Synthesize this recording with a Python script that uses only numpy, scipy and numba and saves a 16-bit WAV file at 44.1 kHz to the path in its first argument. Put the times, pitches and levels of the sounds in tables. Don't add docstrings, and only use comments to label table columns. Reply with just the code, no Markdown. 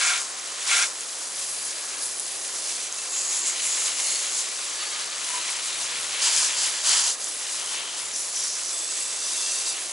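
import sys
import numpy as np
from scipy import signal
from scipy.fft import rfft, irfft, next_fast_len
from scipy.io import wavfile
from scipy.ndimage import uniform_filter1d
from numba import njit

SR = 44100
rng = np.random.default_rng(int(sys.argv[2]) if len(sys.argv) > 2 else 0)


def linear_from_db(decibels):
    return 10 ** (np.asarray(decibels, float) / 20)


def store_wav(level_fs):
    pcm = np.round(np.clip(np.atleast_2d(level_fs), -1, 1) * 32767)
    wavfile.write(sys.argv[1], SR, pcm.T.astype(np.int16))


N = 437472
MS = np.arange(0, N / SR + .001, .001)

# (pitch [Hz], width [Hz], level [dB])
TYRE = [(745, 50, -51), (1415, 110, -33.5), (1615, 140, -35), (1900, 900, -34), (2210, 400, -32.5),
        (3430, 160, -40)]
BARS = [(1675, 80, -52), (4800, 160, -47)]
STEM = [(2650, 45, -50)]
CRANK = [(6850, 520, -33.5), (7250, 500, -37), (7500, 1200, -36)]
GEARS = [(2140, 180, -44), (2900, 180, -45)]
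PEDAL = [(4365, 100, -42)]
STAY = [(1700, 40, -50), (4510, 90, -43.5)]
RIM = [(990, 55, -41)]
SADDLE = [(950, 240, -44), (1700, 500, -40), (3100, 1100, -35), (4850, 1000, -31.5), (6140, 600, -35),
          (7100, 800, -33.5)]
TOP_TUBE = [(5482, 65, -42), (5750, 1300, -34), (6010, 90, -43)]
HEAD_TUBE = [(3500, 38, -49), (7755, 130, -40), (7950, 700, -38)]
DOWN_TUBE = [(2705, 34, -44.5), (4740, 45, -48), (5495, 55, -48), (6010, 64, -48), (8700, 900, -41)]
BRACKET = [(3280, 26, -52), (3500, 36, -47), (3790, 43, -48), (4480, 67, -49), (4740, 62, -47),
           (6000, 120, -39.5), (7330, 150, -44), (7990, 220, -42), (8750, 110, -45)]
PAVING = [(3100, 520, -43)]
CABLE = [(7190, 100, -41)]
SPOKE = [(1230, 60, -47)]


def level(x, db):
    return x * linear_from_db(db) / np.sqrt(np.mean(x ** 2))


def colour(x, points, unit=linear_from_db):
    hz, value = np.transpose(points)
    size = next_fast_len(N)
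    log_hz = np.log(np.arange(size // 2 + 1) * SR / size + 1)
    gain = unit(np.interp(log_hz, np.log(hz), value))
    return irfft(rfft(x, size) * gain, size)[..., :N]


def walk(rate):
    hold = int(SR / rate)
    held = rng.standard_normal(4096)[np.arange(N) // hold]
    return 1.3 * uniform_filter1d(uniform_filter1d(held, hold), hold)


def drones():
    # (start [s], end [s], pitch [Hz], level [dB])
    engines = [
        (0, 2.15, 71, -85),
        (3.6, 4.0, 134, -75),
        (5.7, 6.35, 115, -74),
        (7.2, 8.7, 128, -76.5),
    ]
    out, t = np.zeros(N), np.arange(N) / SR
    for t0, t1, hz, db in engines:
        fade = np.interp(t, [t0 - .08, t0 + .08, t1 - .08, t1 + 0.073], [0, 1, 1, 0])
        phase = 2 * np.pi * np.cumsum(hz * (1 + .025 * walk(4))) / SR
        out += np.sqrt(2) * linear_from_db(db + 2.5 * walk(4.8)) * fade * np.sin(phase)
    return out


def street():
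    # (frequency [Hz], level [dB])
    traffic_tone = [(15, -65), (25, -55), (134, -20.5), (321, -1.5), (555, 0.5), (796, -1.5), (1160, -6.5),
                    (1500, -13.5), (1950, -3.5), (3300, -120)]
    # (frequency [Hz], level [dB])
    breeze_tone = [(15, -48), (25, -19), (86, -5.5), (190, 1), (250, -33), (420, -120)]
    traffic_db = -46
    breeze_db, gust_db, gusts_per_s = -76, 4.5, 7

    mid, side = colour(rng.standard_normal((2, N)), traffic_tone)
    side = colour(side, [(40, -22), (150, -19.0), (600, -8.0)])
    loudness = linear_from_db(traffic_db + 0.5 * walk(2.94)) / np.std(mid)
    rumble = np.array([colour(mid, [(130, -7.5), (210, -0.5)]), side]) * loudness

    gusts = linear_from_db(breeze_db + gust_db * walk(gusts_per_s))
    breeze = level(colour(rng.standard_normal(N), breeze_tone), 5.1) * gusts
    return rumble + breeze * [[1], [.17]] + drones() * [[1], [.4]]


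@njit
def grains(start, hz, cycles, size, side):
    out = np.zeros((2, N + 4096))
    for k in range(len(start)):
        life = cycles * SR / hz[k]
        pole = np.exp(2j * np.pi * hz[k] / SR - 4 / life)
        z = size[k] * 4 * np.e / life + 0j
        for i in range(min(int(2.5 * life), 4096)):
            out[0, start[k] + i] += i * z.imag
            out[1, start[k] + i] += i * z.imag * side[k]
            z *= pole
    return out[:, :N]


def pops():
    # (time of peak [s], peak level [dB], pitch [Hz])
    fat_drops = [(.8257, -5, 6000), (1.0078, -16, 7000), (1.3956, -17, 8000), (2.0575, -15, 7500),
                 (2.1972, -10, 8250), (2.202, -12, 10400), (2.9262, -12.5, 6470), (3.8637, -13, 6000),
                 (4.1951, -22, 6800), (6.3642, -7, 6500), (6.894, -8, 7500), (7.1049, -13, 6500),
                 (7.2437, -14, 7030), (8.1619, -12, 6500), (8.7999, -18, 7500)]
    s, db, hz = np.transpose(fat_drops)
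    start = ((s - 0.94 / hz) * SR).astype(np.int64)
    return grains(start, hz, 5.9, linear_from_db(db), 0 * s + .1)


def ringing(force):
    # (part, start [s], end [s], level [dB], pitch ratio of the wetted spot [1])
    touches = [(TYRE, 0, .19, -.5, 1), (TYRE, .69, .86, 0, 1), (BARS, 1.45, 2.08, 0, 1),
               (STEM, 2.7, 3.25, 0, 1), (CRANK, 3.1, 3.53, 0, 1), (CRANK, 3.6, 3.87, -1, 1.015),
               (CRANK, 3.9, 4.47, -3, .99), (GEARS, 3.42, 4.2, 0, 1), (PEDAL, 4.06, 4.13, -1, .99),
               (PEDAL, 4.12, 4.2, 0, 1.01), (STAY, 4.72, 5.17, 0, 1), (SPOKE, 4.79, 4.86, -1, 1),
               (SPOKE, 4.92, 4.97, -3, 1), (RIM, 5.29, 5.305, -6, .985), (RIM, 5.335, 5.38, 1.5, 1),
               (SADDLE, 6.21, 6.44, -1, 1), (SADDLE, 6.47, 6.83, -5, 1), (SADDLE, 6.86, 7.12, 0, 1),
               (PAVING, 7.6, 8.0, 0, 1), (CABLE, 8.02, 8.72, 0, 1), (TOP_TUBE, 8.13, 8.23, -5, 1),
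               (TOP_TUBE, 8.33, 8.57, 0, 1), (TOP_TUBE, 8.64, 8.72, -6, 1), (HEAD_TUBE, 8.7, 9.06, 0, 1),
               (HEAD_TUBE, 9.06, 9.16, -6, 1.03), (DOWN_TUBE, 8.86, 9.72, 0, 1), (BRACKET, 9.2, 9.73, 0, 1)]
    arrive_s, leave_s, tail_s = .04, .06, .27
    out, t = np.zeros((2, N)), np.arange(N) / SR
    roughness = linear_from_db(1.7 * rng.standard_exponential(N))
    hits = rng.standard_normal((2, N)) * roughness * [[1], [.22]] * force
    waver_db = 1.4 * walk(16)
    for part, t0, t1, touch_db, ratio in touches:
        span = slice(max(int((t0 - arrive_s) * SR), 0), int((t1 + tail_s) * SR))
        arriving = (t[span] - t0) / arrive_s
        leaving = (t1 - t[span]) / leave_s
        touch = np.clip(np.minimum(arriving, leaving) + .5, 0, 1)
        for hz, width, db in part:
            shaken = touch * linear_from_db(np.roll(waver_db, rng.integers(N))[span])
            b, a = signal.iirpeak(hz * ratio, hz / width / 0.95, SR)
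            ring = signal.lfilter(b, a, signal.lfilter(b, a, hits[:, span] * shaken))
            out[:, span] += level(ring, db + touch_db - 3.6)
    return out


def drops(kind, count):
    lo_hz, hi_hz, cycles, scatter_db, sideways, flicker_db = kind
    when, pitch = rng.random((count, 2)).T
    size_db = scatter_db * np.minimum(rng.standard_exponential(count), 6.5)
    size = linear_from_db(size_db) * rng.choice([-1., 1.], count)
    start = (when * N).astype(np.int64)
    hz = lo_hz * (hi_hz / lo_hz) ** pitch
    place = sideways * rng.standard_normal(count)
    shower = level(grains(start, hz, 1. * cycles, size, place), 0)
    return shower * np.sqrt((1 + sideways ** 2) / 2) * linear_from_db(flicker_db * walk(22))


def bump(middle, length, edge):
    return np.exp(-np.abs((MS - middle) * 2 / length) ** edge)


def spray():
    # (time [s], fizz [dB], weight of big drops [dB], fine mist [dB], left minus right [dB])
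    aim = [(0, -33, -5, -10.5, 1), (.6, -33.5, -5, -10, .2), (1.0, -34, -7.5, -6.5, .5),
           (1.6, -33, -8.5, -3, .4), (1.95, -33.5, -5, -7.5, 1), (2.15, -33.5, -10, -2.5, .5),
           (2.75, -30, -8, -8.5, -0.5), (3.1, -32.5, -7, -7, .1), (3.6, -29.5, -5, -9, .3),
           (4.25, -29.5, -6, -6.5, .6), (4.6, -31.5, -5, -9.5, .6), (5.15, -32, -2.5, -9.5, 1.2),
           (6.15, -31, -2, -9.5, 1), (7.2, -33, -9, -7.5, 0), (7.8, -30.5, -3, -8, 1.9),
           (8.1, -31, -8, -6, .4), (8.7, -31, -9.5, -10, -.8), (9.92, -31.5, -7, -8, -.2)]
    # (middle [s], length [s], rise [dB], share of the rise in big drops [1])
    strikes = [(.0, .34, 10.5, 1), (0.768, 0.22, 13, 1.01), (.2, 0.11, 2, 1.2), (3.873, .035, 3, 1.4),
               (3.999, .025, 2.5, 2.4), (6.248, 0.081, 8.5, 0.43), (6.379, 0.19, 6.5, 0.36),
               (6.625, 0.12, 4, 0.27), (6.687, 0.91, 4, 1.04), (6.921, 0.15, 8, 1.05),
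               (7.057, 0.16, 6.5, .6), (9.465, 0.55, 4, 0.41)]
    # (middle [s], length [s], rise [dB])
    flicks = [(.63, 0.057, 2.5), (1.026, .06, 1.5), (1.44, 0.14, 2.5), (1.676, 0.11, 3), (2.026, 0.11, 3.5),
              (7.876, .14, -3.5), (2.84, 0.061, 2.5), (2.903, 0.091, -4), (3.012, .08, 0.5),
              (3.18, 0.17, 2.5), (3.334, 0.1, 3.5), (3.483, 0.057, 3.5), (3.74, 0.26, 2.5),
              (2.69, .07, 1.5), (4.095, .18, 3.5), (4.38, 0.089, 3.5), (5.327, 0.2, 3), (5.5, .1, 3.5),
              (5.65, 0.1, 3), (5.822, 0.078, 2.5), (7.175, .05, -4.5), (7.27, .13, 1.5), (7.526, .09, 2),
              (4.54, .07, 2.2), (8.183, 0.092, 1), (8.457, 0.18, 2.5), (5.005, 0.054, 2),
              (8.687, 0.069, 1.5), (8.98, 0.38, 2.2), (9.69, .06, 2.5)]
    # (lowest [Hz], highest [Hz], ring [cycles], size scatter [dB], sideways scatter [0-1],
    # flicker [dB])
    mist = (9460, 12900, 3.2, 2.3, 0.25, 1.54)
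    fizz = (4960, 9400, 3.78, 1.16, 0.27, 0.57)
    splash = (2080, 4910, 2.65, 0.81, 0.28, 1.35)
    drum = (946, 2130, 4.67, 0.8, 0.4, 0.23)

    t = np.arange(N) / SR
    s, *columns = np.transpose(aim)
    fizz_db, weight_db, mist_db, pan_db = (np.interp(t, s, c) for c in columns)

    rises = [(db * bump(middle, length, 4.1), share) for middle, length, db, share in strikes]
    strike_db = np.interp(t, MS, sum(db for db, share in rises))
    heavy_db = np.interp(t, MS, sum(db * share for db, share in rises))
    flick_db = np.interp(t, MS, sum(db * bump(middle, length, 2.1) for middle, length, db in flicks))

    mist_db = mist_db + 0.77 * strike_db + 1.5 * flick_db
    splash_db = weight_db + heavy_db + 0.28 * flick_db
    drum_db = -6.5 + 0.63 * weight_db - 0.68 * (fizz_db - np.mean(fizz_db))
    drum_db = drum_db + 0.81 * heavy_db + 0.12 * flick_db
    sputter_db = 0.49 * walk(35) + 0.38 * walk(200)

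    shower = linear_from_db(strike_db + flick_db) * drops(fizz, count=80000)
    shower += linear_from_db(mist_db + 3.5) * drops(mist, count=50000)
    shower += linear_from_db(splash_db) * drops(splash, count=45000)
    shower += linear_from_db(drum_db) * drops(drum, count=25000)
    force = linear_from_db(1.1 * (fizz_db + strike_db + flick_db))
    return shower * linear_from_db(fizz_db + sputter_db) + ringing(force), pan_db


def scene():
    shower, pan_db = spray()
    mid, side = colour(shower + pops(), [(250, -23), (550, 4), (800, -0.5)])
    far, wide = street()
    water = np.array([mid + side, mid - side]) * linear_from_db(np.array([pan_db, -pan_db]) / 2)
    return water + np.array([far + wide, far - wide])


def band_limit(x):
    return signal.sosfilt(signal.butter(12, 12380, fs=SR, output="sos"), x)


def record(dry):
    # (frequency [Hz], level [dB])
    mic_tone = [(60, -2), (300, -3), (750, -0.87), (1000, -3), (2500, -2.27), (4000, 1.44), (5500, -3.5),
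                (6900, 0), (8300, -0.35), (9400, -2.5), (10900, 2.5)]
    # (frequency [Hz], phase by which left lags right [rad])
    port_lags = [(60, .05), (300, 0.17), (550, 0.37), (950, 0.79), (1800, 0.61), (2700, 0.75), (3900, 0.14),
                 (5500, 0.099), (8000, 0.27), (10500, .12)]
    top_hz = 11020

    def lag_gain(lag):
        return np.exp(.5j * lag * np.array([[-1], [1]]))

    heard = colour(colour(dry, mic_tone), port_lags, lag_gain)
    heard = colour(heard, [(top_hz - 20, 0), (top_hz + 40, -22), (top_hz + 130, -28), (top_hz + 260, -80)])
    return band_limit(heard)


dry = scene()
out = record(dry)
store_wav(out)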